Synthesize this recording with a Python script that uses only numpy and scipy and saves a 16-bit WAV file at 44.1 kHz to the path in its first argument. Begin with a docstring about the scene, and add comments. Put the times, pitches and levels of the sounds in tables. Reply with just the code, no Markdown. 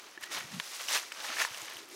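"""Footsteps in dry leaf litter in quiet woods, heard by a hand-held camera with one microphone.
Under each step thousands of random leaf cracks mix with rubbing noise into coarse crunch and fine rustle.
Twigs and stiff leaves snap as short damped tones and tick high up, then scatter off the ground.
A thin unsteady rubbing tone sounds early on. Filtered noise makes the camera body's rumble in the hand,
a low hum and the hush of the woods; damped low sines are soft bumps on the body."""
import sys
import numpy as np
from scipy import signal
from scipy.fft import rfft, irfft, next_fast_len
from scipy.io import wavfile
from scipy.ndimage import uniform_filter1d, map_coordinates

SR = 44100
rng = np.random.default_rng(int(sys.argv[2]) if len(sys.argv) > 2 else 0)


def wrap_up_sound(samples):
    """Save the sound to the file named by the first command line argument, as 16-bit audio."""
    columns = np.atleast_2d(samples).T
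    # keep every value between -1 and 1, then stretch to whole-number steps
    tamed = np.clip(columns, -1, 1)
    steps = np.round(tamed * 32767).astype(np.int16)
    wavfile.write(sys.argv[1], SR, steps)


N = 85995
SNAP_RISE_S = 0.00027  # time constant of the onset of snaps, cracks and ticks


def amp(db):
    """Gain of a level in dB."""
    return 10 ** (np.asarray(db) / 20)


def unit(x):
    """Scaled to rms 1."""
    return x / np.sqrt(np.mean(x ** 2) + 1e-20)


def along(points, hz):
    """Value at each frequency, from (Hz, value) points joined on a log axis."""
    point_hz, value = np.transpose(points)
    return np.interp(np.log(hz + 1), np.log(point_hz + 1), value)


def curves(rows):
    """One value per sample for each column after the time."""
    time_s, *columns = np.transpose(rows)
    return [np.interp(np.arange(N) / SR, time_s, column) for column in columns]


def wobble(rate):
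    """A smooth random curve, rate knots a second."""
    knots = rng.standard_normal(N // 20)
    return map_coordinates(knots, [np.arange(N) * rate / SR])


def filtered(x, response):
    """x shaped by a gain for each frequency, without phase shift."""
    padded = next_fast_len(N + 8192)
    gain = response(np.fft.rfftfreq(padded, 1 / SR))
    return irfft(rfft(x, padded) * gain, padded)[..., :N]


def shaped_noise(spectrum):
    """Noise at rms 1 whose spectrum follows (Hz, dB) points."""
    return unit(filtered(rng.standard_normal(N), lambda hz: amp(along(spectrum, hz))))


def pings(start_s, size, hz, t60_s, rise_s, count):
    """Damped sines of count samples, with a soft onset, summed at their start times."""
    t = np.arange(count) / SR
    decay = amp(-60 * t / np.maximum(t60_s, 2e-4)[:, None])
    onset = 1 - np.exp(-t / rise_s)
    ring = size[:, None] * np.sin(2 * np.pi * hz[:, None] * t) * (decay * onset)
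    at = np.round(start_s * SR).astype(int)[:, None] + np.arange(count)
    return np.bincount(at.ravel(), ring.ravel(), N + count)[:N]


def crackle(count, low_hz, high_hz, cycles, spread_db, rub_db, clump_db):
    """Leaf cracks of random time, pitch and size, evened in spectrum, over rubbing noise that clumps."""
    u = rng.random((count, 4))
    start_s = u[:, 0] * (N - 1) / SR
    hz = low_hz * (high_hz / low_hz) ** u[:, 1]
    sign = np.sign(u[:, 3] - .5)
    size = amp(-spread_db * np.log(u[:, 2] + 0.06)) * sign * hz  # few large, many small
    cracks = pings(start_s, size, hz, cycles / hz, rise_s=1e-4, count=256)
    spectrum = rfft(cracks)
    smooth = np.sqrt(uniform_filter1d(np.abs(spectrum) ** 2, size=801) + 1e-9)
    even = unit(irfft(spectrum / smooth, N))
    rubbing = amp(rub_db) * rng.standard_normal(N)
    return unit((even + rubbing) * amp(clump_db * wobble(54.57)))


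def leaves():
    """Coarse crunch and fine rustle of crushed leaves, each following the pressure of the feet."""
    # pressure of the feet on the litter: time_s, coarse_level_db, fine_level_db
    tread = [(0, -50, -56), (.1, -58.5, -56), (.168, -56.5, -61.5), (.195, -61.5, -64.5),
             (.238, -45.5, -42.5), (.244, -45, -49), (.249, -44.5, -56), (.263, -54, -48.5),
             (.27, -48, -58), (.285, -57, -58), (.308, -48, -52.5), (.32, -40.5, -42.5),
             (.345, -41.5, -39.5), (.385, -40, -45.5), (.46, -52, -53), (.55, -48.5, -49), (.64, -50, -48),
             (.71, -52, -46), (.745, -42, -41.5), (.78, -48.5, -45.5), (.82, -42.5, -42.5),
             (.87, -48.5, -45.5), (.888, -39, -37), (.955, -32, -31), (.98, -36, -33.5),
             (1.01, -47.5, -45.5), (1.1, -53.5, -53), (1.19, -46.5, -49.5), (1.25, -41, -42.5),
             (1.29, -39.5, -42.5), (1.31, -42, -47.5), (1.38, -38.5, -39.5), (1.42, -32.5, -34),
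             (1.455, -40, -41), (1.49, -49, -49.5), (1.55, -46, -47.5), (1.63, -47, -47.5),
             (1.7, -46, -51.5), (1.8, -52, -52), (1.87, -53.5, -60), (1.95, -54, -49)]
    # spectrum of the coarse crunch: frequency_hz, relative_level_db
    coarse_spectrum = [(150, -29), (250, -22), (291, -23.5), (565, -6.5), (1150, -2.5), (1460, -3),
                       (3220, -4), (5000, -3), (6500, 5), (11000, -120)]
    # spectrum of the fine rustle: frequency_hz, relative_level_db
    fine_spectrum = [(2000, 13), (3000, 1.5), (4500, -0.5), (6000, -1), (7700, -5.5), (11000, -9.5),
                     (14000, -14.5), (15900, -18.5)]
    split_hz = 3730  # crunch below, rustle above

    def above(hz):
        """Share of the power that goes to the rustle."""
        return 1 / (1 + (split_hz / (hz + 1)) ** 6)

    coarse_db, fine_db = curves(tread)
    coarse = crackle(count=2500, low_hz=432, high_hz=5260, cycles=5.8, spread_db=2.5, rub_db=-2, clump_db=2.0)
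    fine = crackle(count=6000, low_hz=2380, high_hz=13900, cycles=5.2, spread_db=5.0, rub_db=0.5, clump_db=1.0)
    coarse = unit(filtered(coarse, lambda hz: amp(along(coarse_spectrum, hz)) * np.sqrt(1 - above(hz))))
    fine = unit(filtered(fine, lambda hz: amp(along(fine_spectrum, hz)) * np.sqrt(above(hz))))
    return amp(coarse_db) * coarse + amp(fine_db) * fine


def snaps():
    """Each snap rings a body tone and an overtone, with a crack of ten short pings spread over the band."""
    # snapping twigs and stiff leaves, levels nominal before the onset and the low cut:
    # start_s, level_db, body_hz, body_t60_s, overtone_hz, overtone_level_db (over the body)
    snap_list = [(.161, -44, 1330, .006, 2600, -8), (.176, -29.5, 1750, 0.011, 2770, -14),
                 (.236, -29.5, 1770, .012, 2980, -4), (.317, -39, 1010, 0.0051, 2230, 1.5),
                 (.348, -21.5, 2240, 0.0032, 3880, 5), (.373, -35, 1310, 0.0045, 3030, 12),
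                 (.408, -27, 1500, 0.0046, 2600, 4), (.52, -35, 1870, 0.0069, 3500, -4),
                 (.5995, -13, 1930, 0.0022, 3530, 5.5), (0.601, -27.5, 930, 0.0042, 6260, -1),
                 (.663, -36, 5060, 0.0041, 9000, 0), (.864, -31, 4970, 0.0068, 7000, -8),
                 (.885, -19.5, 2920, 0.0067, 5370, 1), (1.035, -32, 1300, 0.0063, 1900, -1),
                 (1.12, -22, 1350, 0.0031, 2600, 6), (1.123, -28.5, 5060, 0.0048, 7950, -2),
                 (1.247, -24, 1970, .005, 3480, -15), (1.284, -25, 2600, 0.0074, 1500, -8),
                 (1.368, -21, 1700, 0.0069, 3000, -17), (1.385, -24, 1850, 0.01, 3180, -21),
                 (1.3975, -32, 1700, 0.008, 4850, 12.5), (1.4012, -20.5, 1540, 0.0081, 2400, 6),
                 (1.409, -17.5, 1090, 0.0023, 2500, 5), (1.4135, -23, 1450, 0.018, 2640, -5),
                 (1.4165, -17.5, 1800, 0.0034, 2800, 1), (1.419, -15, 1850, 0.0097, 2840, -5),
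                 (1.4245, -23, 2550, 0.01, 6120, 1.5), (1.4495, -18, 1900, .008, 1000, -4),
                 (1.472, -38, 946, 0.023, 1520, -5), (1.546, -26, 2800, 0.0069, 5500, -3),
                 (1.618, -23.5, 2900, 0.0027, 7040, 5.5), (1.683, -29, 2000, 0.0049, 3020, 1),
                 (1.724, -28.5, 1800, .004, 3500, -3), (1.769, -25, 3050, 0.005, 1920, -12),
                 (1.793, -34, 3540, 0.0056, 2000, -7)]
    crack_db, crack_tilt_db, crack_t60_s = -13, -.6, 0.0032  # level over the body; tilt per ping
    crack_low_hz, crack_step = 800, 1.3  # lowest pitch; pitch ratio from ping to ping

    start_s, db, hz, t60_s, over_hz, over_db = np.transpose(snap_list)
    body = pings(start_s, amp(db), hz, t60_s, SNAP_RISE_S, count=1500)
    overtone = pings(start_s, amp(db + over_db), over_hz, 0.74 * t60_s, SNAP_RISE_S, count=1500)
    x = body - overtone
    crack_t60s = np.full(len(start_s), crack_t60_s)
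    draws = rng.random((len(start_s), 10, 2)).transpose(1, 2, 0)
    for k, (detune, coin) in enumerate(draws):
        crack_hz = np.minimum(crack_low_hz * crack_step ** (k + detune), 15000)
        size = amp(db + crack_db + crack_tilt_db * k) * np.sign(coin - .5)
        x = x + pings(start_s, size, crack_hz, crack_t60s, SNAP_RISE_S, count=300)
    return x


def ticks():
    """Thin high ticks, each four short damped sines at randomly detuned pitches."""
    # high ticks, level nominal and each sine at half of it: start_s, level_db
    tick_list = [(0.2109, -34), (0.387, -25), (0.5985, -30), (1.1209, -32), (1.5439, -39), (1.6014, -35),
                 (1.6162, -32), (1.6985, -31), (1.729, -42), (1.7366, -31), (1.7684, -28.5), (1.7804, -37),
                 (1.8264, -57), (1.8886, -33.5), (1.9106, -37), (1.9275, -43)]
    tick_hz, tick_t60_s = 11600, 0.0035  # pitch before ratio and detuning
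    start_s, db = np.transpose(tick_list)
    t60s = np.full(len(start_s), tick_t60_s)
    x = np.zeros(N)
    for ratio in (.8, .93, 1.08, 1.2):
        hz = tick_hz * ratio * (0.9 + 0.12 * rng.random(len(start_s)))
        x = x + pings(start_s, amp(db) / 2, hz, t60s, SNAP_RISE_S, count=300)
    return x


def off_the_ground(x):
    """Adds a short noisy scatter off the ground, then cuts the lows that leaves and twigs cannot radiate."""
    ground_t60_s, ground_db, litter_cut_hz = 0.021, -6, 490
    t = np.arange(3000) / SR
    tail = rng.standard_normal(len(t)) * amp(-60 * t / ground_t60_s) * (t > .001)
    tail = tail / np.linalg.norm(tail)
    x = x + amp(ground_db) * signal.fftconvolve(x, tail)[:N]
    low_cut = signal.butter(3, litter_cut_hz, "high", fs=SR, output="sos")
    return signal.sosfilt(low_cut, x)


def rub():
    """A narrow rubbing tone: a sine whose pitch wavers and whose level flutters at random."""
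    # level of the rubbing tone before its flutter: time_s, level_db
    rub_level = [(.17, -80), (.2, -57), (.24, -56), (.27, -55), (.31, -54), (.36, -56), (.41, -56),
                 (.45, -57), (.5, -80)]
    centre_hz, waver_hz, flutter_db = 1890, 54, 3
    phase = 2 * np.pi * np.cumsum(centre_hz + waver_hz * wobble(120.7)) / SR
    return amp(curves(rub_level)[0] + flutter_db * wobble(71)) * unit(np.sin(phase))


def handling_rumble():
    """Camera body rumbling in the hand: low noise shaped by the body, which swells and stops."""
    # handling level: time_s, level_db
    handling = [(0.3, -69), (0.328, -72), (0.382, -57), (0.402, -62), (0.452, -52), (0.48, -68),
                (0.534, -46.5), (0.592, -47.5), (0.62, -80), (0.64, -71)]
    # spectrum of the camera body: frequency_hz, relative_level_db
    body_spectrum = [(40, -40), (70, -17), (110, -11.5), (145, 0), (230, -2), (300, -17), (400, -25),
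                     (600, -80)]
    fade_in = [(handling[0][0] - .05, -100)]
    fade_out = [(handling[-1][0] + .02, -100)]
    level_db = curves(fade_in + list(handling) + fade_out)[0]
    return amp(level_db) * shaped_noise(body_spectrum)


def bumps():
    """Soft bumps on the camera body: low damped sines with a gentle onset."""
    # bumps, level nominal before the onset: start_s, level_db, pitch_hz, t60_s
    bump_list = [(0.1748, -40.5, 348, .035), (.222, -59.5, 95, 0.063), (1.295, -48, 253, 0.11),
                 (1.51, -47.5, 123, 0.049), (1.621, -55, 114, 0.088), (1.626, -46, 335, 0.054),
                 (1.755, -58.5, 120, 0.093)]
    start_s, db, hz, t60_s = np.transpose(bump_list)
    return pings(start_s, amp(db), hz, t60_s, rise_s=0.0018, count=5000)


def hum():
    """A wavering low hum: a narrow band of noise whose level rises and falls."""
    # level of the hum: time_s, level_db
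    hum_level = [(0, -64), (.05, -58.5), (.13, -76), (.24, -70), (.33, -57), (.47, -68), (.67, -76),
                 (.94, -68), (1.19, -70), (1.4, -57.5), (1.46, -76), (1.7, -67), (1.75, -58.5),
                 (1.9, -60.5), (1.95, -52)]
    centre_hz, width_hz = 359, 79  # gain is half at this distance either side
    band = filtered(rng.standard_normal(N), lambda hz: 1 / (1 + ((hz - centre_hz) / width_hz) ** 4))
    return amp(curves(hum_level)[0]) * unit(band)


def woods():
    """The steady hush of the woods: noise with a fixed spectrum and level."""
    # spectrum of the hush: frequency_hz, relative_level_db
    hush_spectrum = [(30, -51), (60, -16), (120, -7.5), (310, 2), (1380, 0.5), (5280, -22.5), (11300, -30),
                     (15900, -16)]
    hush_db = -61.5
    return amp(hush_db) * shaped_noise(hush_spectrum)


def scene():
    """One microphone feeds both channels."""
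    litter = leaves() + off_the_ground(snaps() + ticks()) + rub()
    camera = handling_rumble() + bumps() + hum()
    mono = litter + camera + woods()
    return np.array([mono, mono])


def record(dry):
    """The microphone drops the deep bass; the camera keeps nothing above its band limit."""
    mic_cut_hz, top_hz = 58, 15830
    return filtered(dry, lambda hz: (hz < top_hz) / np.sqrt(1 + (mic_cut_hz / (hz + 1)) ** 4))


dry = scene()
out = record(dry)
wrap_up_sound(out)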